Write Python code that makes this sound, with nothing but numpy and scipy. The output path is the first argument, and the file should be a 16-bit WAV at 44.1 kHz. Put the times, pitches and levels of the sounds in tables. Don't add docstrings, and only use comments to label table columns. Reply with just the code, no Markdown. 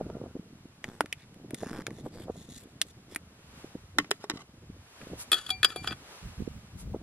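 import sys
import numpy as np
from scipy import signal
from scipy.fft import rfft, irfft, next_fast_len
from scipy.io import wavfile
from scipy.ndimage import map_coordinates

SR = 44100
rng = np.random.default_rng(int(sys.argv[2]) if len(sys.argv) > 2 else 0)


def digitize_waveform(pressure):
    field = np.atleast_2d(pressure).T
    bounded = np.clip(field, -1, 1)
    quanta = np.round(bounded * 32767).astype(np.int16)
    wavfile.write(sys.argv[1], SR, quanta)


N = 309702
TIME_S = np.arange(N) / SR

# time_s, rumble_db, flutter_db
FLAME_LEVELS = [(0.0, -53.5, -45), (0.81, -73.5, -68.5), (0.87, -82, -60), (1.11, -70, -64),
                (1.67, -73, -51.5), (2.29, -54.5, -51), (2.52, -68.5, -59), (3.9, -63.5, -65.5),
                (3.98, -57, -50), (4.19, -102, -61.5), (4.34, -50, -55), (4.44, -72.5, -63),
                (4.81, -52, -62.5), (4.91, -75, -77), (5.14, -58, -45), (5.2, -64.5, -68),
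                (5.93, -53, -54.5), (6.16, -76, -74.5), (7.01, -51, -54.5)]
# freq_hz, gain_db
SCRATCH_SPECTRUM = [(100, -1), (300, 6), (600, -2), (1500, 7), (4500, 2.5), (7000, 1), (11500, -5),
                    (13500, -10.5), (16000, -26)]
# mode_hz, level_db, t60_s
WALL_MODES = [(298, -21, 0.19), (430, -19, 0.045), (672, -9.5, 0.028), (1090, -9, 0.0052),
              (1380, -9, 0.021), (1750, 8, 0.0075), (2104, 9, 0.0064), (2376, 9, 0.0062),
              (2860, 4.5, 0.0076), (3455, 9, 0.0069), (4670, -9, 0.009), (4840, 4.5, 0.0099),
              (6550, 1.5, 0.0084), (8240, -2.5, 0.014), (9260, -4, 0.024), (11350, -3.5, 0.019)]
# mode_hz, level_db, t60_s
LID_MODES = [(353, -20.5, 0.11), (725, -13, 0.044), (1154, -10.5, 0.035), (1270, -6.5, 0.036),
             (1480, -7, 0.027), (1732, -7, 0.017), (2450, -8.5, 0.05), (2630, -8, 0.039),
             (3060, -1.5, 0.012), (3344, 3, 0.081), (3460, -3, 0.053), (3680, -10.5, 0.035),
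             (3920, -9.5, 0.099), (4380, -9.5, 0.1), (4820, -10.5, 0.09), (7370, -20, 0.03),
             (6900, -14, 0.039), (7850, -12, 0.035), (8900, -19.5, .035), (9330, -15, 0.047),
             (9960, -17, 0.062), (10040, -14, 0.032), (11190, -17, 0.05), (11700, -15, 0.036),
             (12500, -20, 0.04)]
# freq_hz, gain_db
LID_RADIATION = [(450, 2.5), (800, -3.5), (1200, 0), (1750, 2), (2150, -3), (2600, -1), (4900, -0.5),
                 (5500, 1), (7000, -1), (10000, 0), (13000, -3.5)]


def amp(db):
    return 10 ** (np.asarray(db) / 20)


def unit(x):
    return x / np.sqrt(np.mean(x ** 2) + 1e-20)


def blow_unit(x):
    return x / np.sqrt(np.sum(x ** 2) / (SR / 100))


def along(points, hz):
    f, v = np.transpose(points)
    return np.interp(np.log(hz + 1), np.log(f + 1), v)


def curves(rows):
    s, *cols = np.transpose(rows)
    return [np.interp(TIME_S, s, c) for c in cols]


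def wobble(rate):
    knots = rng.standard_normal(int(N * rate / SR) + 4)
    return map_coordinates(knots, [np.arange(N) * rate / SR])


def waver(rate):
    return np.tanh(wobble(rate))


def filtered(x, response):
    n = x.shape[-1]
    m = next_fast_len(n + SR // 4)
    return irfft(rfft(x, m) * response(np.fft.rfftfreq(m, 1 / SR)), m)[..., :n]


def coloured(x, points, size=4096):
    cepstrum = irfft(np.log(amp(along(points, np.fft.rfftfreq(size, 1 / SR)))))
    cepstrum[1:size // 2] *= 2
    cepstrum[size // 2 + 1:] = 0
    impulse = irfft(np.exp(rfft(cepstrum)))
    return signal.fftconvolve(x, impulse)[:len(x)]


def noise(spectrum, size=N):
    return unit(filtered(rng.standard_normal(size), lambda hz: amp(along(spectrum, hz))))


def add(track, s, x):
    i = max(round(s * SR), 0)
    track[i:i + len(x)] += x[:max(N - i, 0)]


def placed(x, image, echo_s, diffuse_db):
    # freq_hz, gain_db
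    scatter_spectrum = [(100, -18), (700, 4.5), (2000, 12), (5000, -4), (11500, -7), (16000, 6.5)]
    t = np.arange(SR // 10) / SR
    envelope = amp(-60 * t / 0.061) * (1 - np.exp(-t / 0.00071))
    scatter = np.array([blow_unit(noise(scatter_spectrum, size=len(t)) * envelope) for _ in range(2)])
    scatter /= np.linalg.norm(scatter[0])
    diffuse = signal.fftconvolve(x[None], scatter, axes=1)[:, :N]
    ports = np.array([[1], [-1]])

    def paths(hz):
        direct_db, echo_db, lead = [along(np.array(image)[:, [0, k]], hz) for k in range(1, 4)]
        direct = amp(direct_db) * np.exp(.5j * ports * lead)
        echo = ports * amp(echo_db) * np.exp(-2j * np.pi * hz * echo_s)
        return direct + echo
    return filtered(x, paths) + amp(diffuse_db) * diffuse


def surround(spectrum):
    # freq_hz, left_right_correlation
    likeness = [(100, 0.76), (300, 0.88), (640, 0.88), (1400, 0.42), (3100, -0.47), (6800, -0.76),
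                (15000, -0.71)]

    def turn(hz):
        return np.arccos(np.clip(along(likeness, hz), -1, 1)) / 2
    mid = filtered(noise(spectrum), lambda hz: np.cos(turn(hz)))
    side = filtered(noise(spectrum), lambda hz: np.sin(turn(hz)))
    return unit(np.array([mid + side, mid - side]))


def ring(modes, grip=10, scatter_db=3, detune=0):
    t = np.arange(SR // 2) / SR
    hz, db, t60 = np.transpose(modes)[:, :, None]
    sign = (-1) ** np.arange(len(db))[:, None]
    strength = amp(db + scatter_db * rng.standard_normal(db.shape)) * sign
    hz = hz * (1 + detune * t60.min() / t60 * rng.standard_normal(hz.shape))
    decay = amp(-60 * t / t60 - 60 * t / grip)
    return blow_unit(np.sum(strength * decay * np.sin(2 * np.pi * hz * t), axis=0))


def crack(t60):
    t = np.arange(SR // 2) / SR
    return blow_unit(noise(SCRATCH_SPECTRUM, size=len(t)) * amp(-60 * t / t60))


def snap():
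    # freq_hz, gain_db
    pulse_spectrum = [(150, -14), (700, -14), (1500, 8.5), (3000, 6.5), (6500, 5.5), (11000, -8),
                      (15000, -23.5)]
    return blow_unit(coloured(signal.unit_impulse(SR // 2), pulse_spectrum))


def contact(x, thud_db, clink_db, sparkle_db, hollow_db=0):
    return coloured(x, [(60, thud_db - 25.5), (280, thud_db), (950, thud_db), (1450, hollow_db),
                        (2500, 0.0032), (3500, clink_db), (6500, clink_db), (9000, sparkle_db)])


def grit(rough_db):
    return unit(rng.standard_normal(N) * amp(rough_db * 2 * waver(350)))


def slipping(per_s, scatter_db):
    turns = np.floor(np.cumsum(per_s * np.exp(.35 * wobble(90))) / SR)
    return unit(np.diff(turns, prepend=0) * amp(scatter_db * waver(120)))


def rubbed(force, modes, grip, hiss_db):
    here, there = [unit(signal.fftconvolve(force, ring(modes, grip, detune=.02))[:N]) for _ in range(2)]
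    travel = wobble(15)
    hiss = unit(coloured(force, SCRATCH_SPECTRUM))
    return np.cos(travel) * here + np.sin(travel) * there + amp(hiss_db) * hiss


def stroke(start, length, attack_s, release_s, swell_db):
    t = TIME_S - start
    contact_share = np.clip(np.minimum(t / attack_s, (length - t) / release_s), 0, 1)
    return contact_share * amp(-swell_db * np.clip(2 * t / length - 1, -1, 1) ** 2)


def puffs(rows):
    cycles = 0.53
    out, t = np.zeros(N), np.arange(-SR // 40, SR // 40) / SR
    for s, db, hz in rows:
        core = np.cos(2 * np.pi * (hz * t + rng.uniform())) / np.cosh(2 * hz * t / cycles)
        eddy_spectrum = [(hz / 4, -20), (hz, 0), (2 * hz, -4), (4 * hz, -26), (10 * hz, -120)]
        eddies = noise(eddy_spectrum, size=len(t)) * np.exp(-(t / 0.0077) ** 2)
        puff = amp(db) * (core + amp(-18.5) * eddies)
        add(out, s + t[0], puff[t > -s])
    return out


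def air():
    # crest_s, hiss_db, fall_db_per_s
    gust_rows = [(0, -61.5, 22), (3.599, -53, 39), (5.02, -52, 8), (6.13, -49.5, 20)]
    # freq_hz, density_db_per_hz
    air_spectrum = [(20, -16.5), (100, -11.5), (400, 2), (1300, 1.5), (2000, -1), (2700, -1), (5000, -4.5),
                    (8000, -7.5), (11500, -8), (13500, -17), (16000, -37)]
    rise_db_per_s, calm_db = 50.5, -62
    gusts = [amp(db - np.maximum(rise_db_per_s * (s - TIME_S), fall * (TIME_S - s)))
             for s, db, fall in gust_rows]
    level = np.sqrt(amp(calm_db) ** 2 + np.sum(np.square(gusts), axis=0))
    return level * amp(0.46 * wobble(2.2)) * surround(air_spectrum)


def on_ports(x, side):
    # freq_hz, difference_db
    windward = [(70, 1.5), (130, 2.5), (250, 11), (500, 17)]
    return filtered(x, lambda hz: amp(side * np.outer([-.5, .5], along(windward, hz))))


def buffeting():
    # start_s, length_s, level_db, side (-1 left to 1 right)
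    buffet_rows = [(6.204, 0.16, -40.5, 0.85), (6.359, 0.3, -41, 0.68), (6.712, 0.298, -41, -0.75)]
    # freq_hz, density_db_per_hz
    buffet_spectrum = [(12, -31), (22, -16.5), (48, 3), (120, -1), (190, -4), (390, -29.5), (900, -56.5)]
    # time_s, peak_db, pitch_hz
    thump_rows = [(6.405, -26, 193), (6.423, -29, 200), (6.478, -26.5, 233)]
    turbulence = unit(noise(buffet_spectrum) * amp(5.6 * wobble(33)))
    out = on_ports(puffs(thump_rows), 0.94)
    for s, length, db, side in buffet_rows:
        gain = amp(db) * stroke(s, length, attack_s=0.0257, release_s=0.084, swell_db=0.5)
        out += on_ports(gain * turbulence, side)
    return out


def sleeve():
    # centre_s, sigma_s, level_db
    swish_rows = [(5.211, 0.018, -39.5), (6.806, 0.019, -49.5)]
    # freq_hz, density_db_per_hz
    nylon_spectrum = [(300, -28), (900, -2), (2500, -4.5), (6000, -0.5), (9000, 2), (11300, 3.5),
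                      (13000, -6), (16000, -27.5)]
    level = sum(amp(db) * np.exp(-.5 * ((TIME_S - s) / sigma) ** 2) for s, sigma, db in swish_rows)
    return level * surround(nylon_spectrum)


def small_puffs(count):
    over_flutter_db, scatter_db = 12.5, 4.5
    centre_hz, octaves_per_db = 213, 0.07
    s = rng.uniform(0, N / SR, count)
    size, pitch = rng.standard_normal((count, 2)).T
    times, _, flutter_db = np.transpose(FLAME_LEVELS)
    db = np.interp(s, times, flutter_db)
    octaves = octaves_per_db * (db - flutter_db.mean()) + .45 * pitch
    return list(zip(s, db + over_flutter_db + scatter_db * size, centre_hz * 2 ** octaves))


def flame():
    # time_s, peak_db, pitch_hz
    large_puffs = [(0.012, -18.5, 395), (.106, -32, 402), (.154, -28, 222), (.203, -35, 250),
                   (.216, -28.5, 352), (0.24, -29, 350), (0.262, -31, 440), (0.355, -27.5, 268),
                   (.367, -29.5, 318), (.397, -29, 204), (.657, -33.5, 253), (0.888, -30.5, 215),
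                   (1.045, -30, 277), (1.449, -34, 300), (1.511, -31.5, 342), (1.536, -23, 270),
                   (1.625, -32, 289), (1.633, -20, 370), (1.667, -27.5, 261), (1.715, -28, 240),
                   (1.792, -28.5, 270), (1.883, -28.5, 420), (1.915, -29.5, 250), (1.987, -35, 386),
                   (2.066, -25.5, 300), (2.205, -31, 300), (2.284, -29.5, 510), (2.3, -19.5, 395),
                   (3.124, -36.5, 322), (3.646, -30, 325), (3.755, -26.5, 256), (4.339, -30, 242),
                   (4.701, -29.5, 195), (5.071, -31.5, 270), (5.135, -25.5, 318), (5.915, -27.5, 242),
                   (6.947, -19.5, 370), (6.963, -28.5, 302)]
    # freq_hz, density_db_per_hz
    rumble_spectrum = [(15, -27.5), (30, -19), (55, 0), (90, 5.5), (140, -7), (250, -17), (600, -60)]
    # freq_hz, density_db_per_hz
    flutter_spectrum = [(60, -12), (130, 1), (220, -3), (350, -9.5), (550, -16.5), (900, -27),
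                        (2000, -87.5)]
    # freq_hz, direct_db, echo_db, left_lead_rad
    image = [(39.7, 0.0041, -57, 0.019), (250, 0.0011, -44.5, -0.06), (800, 0, -11, -.15)]
    rumble_db, flutter_db = curves(FLAME_LEVELS)
    rumble = unit(noise(rumble_spectrum) * amp(3.7 * wobble(11)))
    flutter = unit(noise(flutter_spectrum) * amp(4.5 * wobble(55)))
    out = amp(rumble_db + 3.5) * rumble + amp(flutter_db + 3) * flutter
    out += puffs(large_puffs + small_puffs(count=220))
    flame_balance = amp([[-.25], [.25]])
    return placed(out, image, echo_s=0.0047, diffuse_db=-17.5) * flame_balance


def spoon_in_bowl():
    # time_s, level_db, thud_db, clink_db, sparkle_db, spoon_grip_t60_s, lowest_mode_hz
    knock_rows = [(3.9854, -19.5, -2.5, 1, -1, 0.43, 291), (3.999, -34.5, -6, -5, -16, 0.36, 291),
                  (4.045, -48, 1, -4, -8, 0.21, 300), (4.1084, -45.5, -10, 9, 23, 0.04, 400),
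                  (4.1124, -26, 1, 3, 3, 0.072, 409), (4.2408, -48.5, 17.5, 1, 3, 0.11, 412),
                  (4.2981, -31, 2, 2.5, -1.5, 0.035, 313), (4.307, -40.5, 1.5, 0, -6, 0.12, 313),
                  (4.3141, -42, 3, -5, -14, 0.33, 302), (4.372, -46, -14, -2.5, -20, .1, 300)]
    # start_s, length_s, level_db
    skid_rows = [(4.199, 0.058, -53), (4.33, 0.056, -52), (4.386, 0.043, -51.5)]
    # mode_hz, level_db, t60_s
    bowl_modes = [(405, -11.5, 0.057), (575, -6, 0.013), (894, -7, 0.013), (1103, -9.5, 0.06),
                  (1335, 2.5, 0.0071), (1875, -0.5, 0.021), (2075, -7, 0.05), (2600, -19, 0.035),
                  (3060, -8, 0.042), (3930, -0.5, 0.018), (5000, -14, 0.033), (5420, -3.5, 0.019),
                  (6100, -17, 0.02), (7850, -5, 0.016)]
    # freq_hz, direct_db, echo_db, left_lead_rad
    image = [(300, 0.5, -31, 0.000019), (1000, 2, -37, 0.25), (2060, -3.5, -1, -0.031),
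             (3970, -5.5, -1.5, -1.4), (9000, -7, -2, -1.53)]
    base_db, base_t60_s = -4, 0.12
    pressure = sum(amp(db) * stroke(s, length, attack_s=0.012, release_s=0.012, swell_db=-4)
                   for s, length, db in skid_rows)
    out = pressure * unit(rubbed(grit(rough_db=-1.5), bowl_modes, grip=0.012, hiss_db=0))
    for s, db, thud_db, clink_db, sparkle_db, grip, base_hz in knock_rows:
        all_modes = [(base_hz, base_db, base_t60_s)] + bowl_modes
        body = ring(all_modes, grip, scatter_db=1.5, detune=0.012)
        plastic = body + amp(-2.5) * crack(0.015) + amp(-25.5) * crack(0.36)
        add(out, s, amp(db) * contact(plastic, thud_db, clink_db, sparkle_db))
    return placed(out, image, echo_s=0.000835, diffuse_db=-17.5)


def lid_grating():
    # start_s, length_s, level_db, hollow_db
    grate_rows = [(5.327, 0.11, -35, -2), (5.428, 0.11, -43.5, -3), (5.67, 0.088, -41.5, 3),
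                  (5.738, 0.15, -49.5, -8), (5.832, 0.048, -41, 0.5), (5.865, 0.076, -42.5, -0.5)]
    # freq_hz, gain_db
    grate_colour = [(400, 4), (900, -3), (1250, 1.5), (1700, 6), (2400, -5.5), (3400, -2.5), (4300, 3.5),
                    (7000, 6.5), (12000, 6.5)]
    chatter = slipping(per_s=390, scatter_db=5) + .3 * grit(rough_db=2)
    grating = rubbed(chatter, LID_MODES, grip=0.04, hiss_db=-12)
    grating = unit(coloured(coloured(grating, grate_colour), LID_RADIATION))
    hollow = filtered(grating, lambda hz: 1 / (1 + (hz / 2400) ** 6))
    out = np.zeros(N)
    for s, length, db, hollow_db in grate_rows:
        gain = amp(db) * stroke(s, length, attack_s=0.016, release_s=0.058, swell_db=4)
        out += gain * (grating + (amp(hollow_db) - 1) * hollow)
    return out


def lid():
    # time_s, level_db, thud_db, clink_db, sparkle_db, hand_grip_t60_s, pot_ring_db
    clank_rows = [(5.0141, -42.5, 2, -17, -15, 0.0097, -30), (5.317, -23.5, 0.5, 4, 14.5, 0.33, -31),
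                  (5.3288, -20, 1.5, 3, 8, 0.42, -36), (5.3413, -32.5, 1, 8, 14, 0.3, -31),
                  (5.4644, -46, -7, 7.5, 7, 0.045, -46), (5.4916, -35.5, 5, -3, 7, 0.15, -33),
                  (5.5034, -31.5, 3, 9, 13, 0.15, -1), (5.6300, -19, -6, -2, 1, 0.087, -20),
                  (5.6458, -17, -1, 2.5, 6, 0.043, -30), (5.7021, -39, 0, -1.5, -8, .08, -7),
                  (5.76, -38.5, 18, -1, 11, 0.55, 0.5), (5.8438, -38.5, 10, -9, 2, 0.06, -25),
                  (5.8736, -26.5, -0.5, -2, -4, 0.033, -14.5), (5.8824, -42, 2, 1, -12, 0.047, -25),
                  (5.908, -37.5, 7, -2.5, -26, 0.08, -29), (5.921, -32, -29, -13, -7, .1, -30),
                  (5.926, -39.5, 8, -4, 1, 0.062, -36)]
    # mode_hz, level_db, t60_s
    pot_modes = [(752, -3, 0.2), (2370, -4, 0.43), (4600, 1.5, 0.26), (7100, -5.5, 0.15),
                 (7530, -14.5, .08), (8100, -7.5, 0.03), (11180, 0, 0.096)]
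    # time_s, level_db
    free_rings = [(5.6456, -28), (5.877, -36)]
    # mode_hz, level_db, t60_s
    free_modes = [(4810, 0, 0.15), (7070, -24, 0.1)]
    # freq_hz, direct_db, echo_db, left_lead_rad
    image = [(200, -2, -26, 0.032), (1500, 0.5, -25, .14), (3500, -1, -9, .2), (5950, -5.5, -8.5, 0.65),
             (9100, -6.5, -3, 0.53)]
    seated_s, seated_t60_s = 5.93, 0.14
    out, ringing = lid_grating(), np.zeros(N)
    for s, db, thud_db, clink_db, sparkle_db, grip, pot_db in clank_rows:
        metal = ring(LID_MODES, grip, scatter_db=2, detune=.012)
        metal = coloured(metal + amp(-9.0) * crack(0.042), LID_RADIATION)
        add(out, s, amp(db) * contact(metal, thud_db, clink_db, sparkle_db))
        add(ringing, s, amp(db + pot_db) * ring(pot_modes, scatter_db=2.0))
    for s, db in free_rings:
        add(ringing, s, amp(db) * ring(free_modes, scatter_db=3.0))
    choke_db = -60 * np.maximum(TIME_S - seated_s, 0) / seated_t60_s
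    waver_db = 3.8 * waver(35)
    out += ringing * amp(choke_db + waver_db)
    return placed(out, image, echo_s=0.000818, diffuse_db=-13.0)


def pot_taps():
    # time_s, level_db, thud_db, clink_db, sparkle_db, hollow_db, spot_hz, spoon_hz
    tap_rows = [(0.1, -59, 25.5, -3, -19, 8.5, 1390, 9300), (.842, -32.5, -2, -4.5, -7.5, -3.5, 1930, 8200),
                (0.888, -59.5, 18, 6, 5, 10, 1800, 9300), (1.007, -26.5, 6, -3, 4, 7, 900, 9450),
                (1.0592, -43, -2, -7, -4, -2, 1810, 9300), (1.1265, -19.5, -22, -11, -9, -22.5, 2430, 8100),
                (1.343, -60, -15, 0, 9.5, -8, 2400, 9350), (1.507, -45.5, -18, -7, 7.5, 1, 1890, 9300),
                (1.545, -42, -13, 5.5, 13, 0.5, 2020, 9500), (1.8671, -30, -7, -1.5, -0.5, 2, 1560, 9400),
                (1.906, -47.5, 5, -8, -4, 4, 1830, 9300), (2.8155, -28, -8.5, 10.5, 11, -2, 3320, 8300),
                (3.148, -48.5, 7, 3, 14, -5, 5000, 9400), (3.1602, -29.5, -4.5, -6, 7.5, -0.5, 1850, 9300)]
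    out, pulse = np.zeros(N), snap()
    for s, db, *colour, spot_hz, spoon_hz in tap_rows:
        spot = amp(-3.5) * ring([(spot_hz, 0, 0.0069)])
        spoon = amp(-18) * ring([(spoon_hz, 0, 0.036)])
        wall = amp(-1.0) * ring(WALL_MODES, scatter_db=1.0, detune=0.034)
        noise_tails = amp(-3) * crack(0.022) + amp(-20.5) * crack(0.089)
        tap = wall + spot + spoon + amp(-7) * pulse + noise_tails
        add(out, s, amp(db - 3) * contact(tap, *colour))
    return out


def pot_ticks():
    # time_s, level_db
    tick_rows = [(1.6147, -54), (1.634, -47), (1.648, -59), (1.661, -51), (1.6712, -50.5), (1.6872, -52),
                 (1.696, -47.5), (1.7074, -51), (1.7138, -53), (1.731, -47.5), (1.748, -51), (1.763, -51),
                 (1.769, -50.5), (1.7762, -50), (1.7862, -50.5), (1.802, -51), (1.808, -50), (1.8202, -51)]
    out, pulse = np.zeros(N), snap()
    for s, db in tick_rows:
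        wall = ring(WALL_MODES, grip=0.012, detune=0.12)
        tick = wall + amp(2) * pulse + amp(-5.5) * crack(0.014) + amp(-1) * ring([(5250, 0, .012)])
        tick = contact(tick, thud_db=11, clink_db=-4.5, sparkle_db=1.5, hollow_db=5.0)
        add(out, s, amp(db) * blow_unit(tick))
    return out


def pot_scrapes():
    # start_s, length_s, level_db, stick_slip_share (0-1), treble_db, rasp_hz
    scrape_rows = [(0.821, 0.18, -58.5, 0.8, 3, 8100), (1.161, 0.097, -54, 0.2, -22, 2350),
                   (1.526, 0.14, -58.5, 0.2, 5, 5340), (1.583, 0.248, -52, 0.96, 2, 5260),
                   (1.897, 0.13, -58.5, 0.44, 3, 10900), (2.021, 0.081, -59.5, 0, 2.5, 8050),
                   (2.099, 0.17, -51.5, 0.15, -2, 4770), (2.286, 0.21, -61, 0.1, 4.5, 8000),
                   (2.464, 0.19, -57, 0, 5.5, 8050), (2.664, 0.065, -64, 0.03, 1, 8100),
                   (2.847, 0.076, -58.5, 0, 7, 6500), (3.084, 0.066, -50, 0.5, -2, 5150)]
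    # freq_hz, gain_db
    judder_colour = [(400, 17), (800, 13), (1250, 6), (1750, 5.5), (2600, -3.5), (3500, 4), (4000, -18),
                     (5000, 3), (6300, 2), (8000, 3), (11000, 6)]
    # freq_hz, gain_db
    glide_colour = [(900, -15), (1800, -1.5), (2800, 2.5), (3500, 6.5), (4700, 2), (6300, 3.5),
                    (8000, 10.5), (9300, 6.5), (11300, 9.5), (13000, 8)]
    treble_hz, rasp_width_hz, glide_swell_db = 5400, 250, 13
    slips = slipping(per_s=97, scatter_db=4.5) + .3 * grit(rough_db=3)
    judder = unit(coloured(rubbed(slips, WALL_MODES, grip=.012, hiss_db=2), judder_colour))
    glide = unit(coloured(rubbed(grit(rough_db=3.2), WALL_MODES, grip=.014, hiss_db=2), glide_colour))
    glide *= amp(2 * wobble(30.31))
    treble = filtered(glide, lambda hz: hz ** 4 / (hz ** 4 + treble_hz ** 4))
    narrow = filtered(rng.standard_normal(N), lambda hz: 1 / (1 + (hz / rasp_width_hz) ** 2))
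    narrow = amp(-8.5) * unit(narrow)
    travel_s = np.cumsum(1 + .018 * wobble(12)) / SR
    out = np.zeros(N)
    for s, length, db, share, treble_db, rasp_hz in scrape_rows:
        share = np.clip(share, 0, 1)
        light = glide + (amp(treble_db) - 1) * treble
        friction = np.sqrt(share) * judder + np.sqrt(1 - share) * light
        friction += narrow * np.sin(2 * np.pi * rasp_hz * travel_s)
        swell_db = glide_swell_db * (1 - share)
        out += amp(db) * stroke(s, length, 0.028, 0.013, swell_db) * friction
    return out


def pot_stir():
    # freq_hz, gain_db
    stir_colour = [(500, -15), (1150, -9), (1370, 2), (1650, -11), (3000, -31), (8000, -51)]
    gain = amp(-66) * stroke(0.014, 0.43, attack_s=0.028, release_s=0.3, swell_db=-2)
    return gain * unit(coloured(grit(rough_db=-1), stir_colour))


def spoon_in_pot():
    # freq_hz, direct_db, echo_db, left_lead_rad
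    image = [(100, 8.5, -26, 0), (704, 3.5, -33, 0.0085), (1520, 1.5, -38, 0.17), (3500, -1.9, -3, -1.07),
             (5940, -4.5, -10, -0.98), (9100, -8, -2.5, -0.64)]
    out = pot_taps() + pot_ticks() + pot_scrapes() + pot_stir()
    return placed(out, image, echo_s=0.000506, diffuse_db=-22.5)


def scene():
    background = air() + buffeting() + sleeve() + flame()
    return background + spoon_in_bowl() + lid() * amp([[.8], [-.8]]) + spoon_in_pot()


def record(dry):
    return filtered(dry, lambda hz: 1 / (1 + (hz / 16200) ** 120))


dry = scene()
out = record(dry)
digitize_waveform(out)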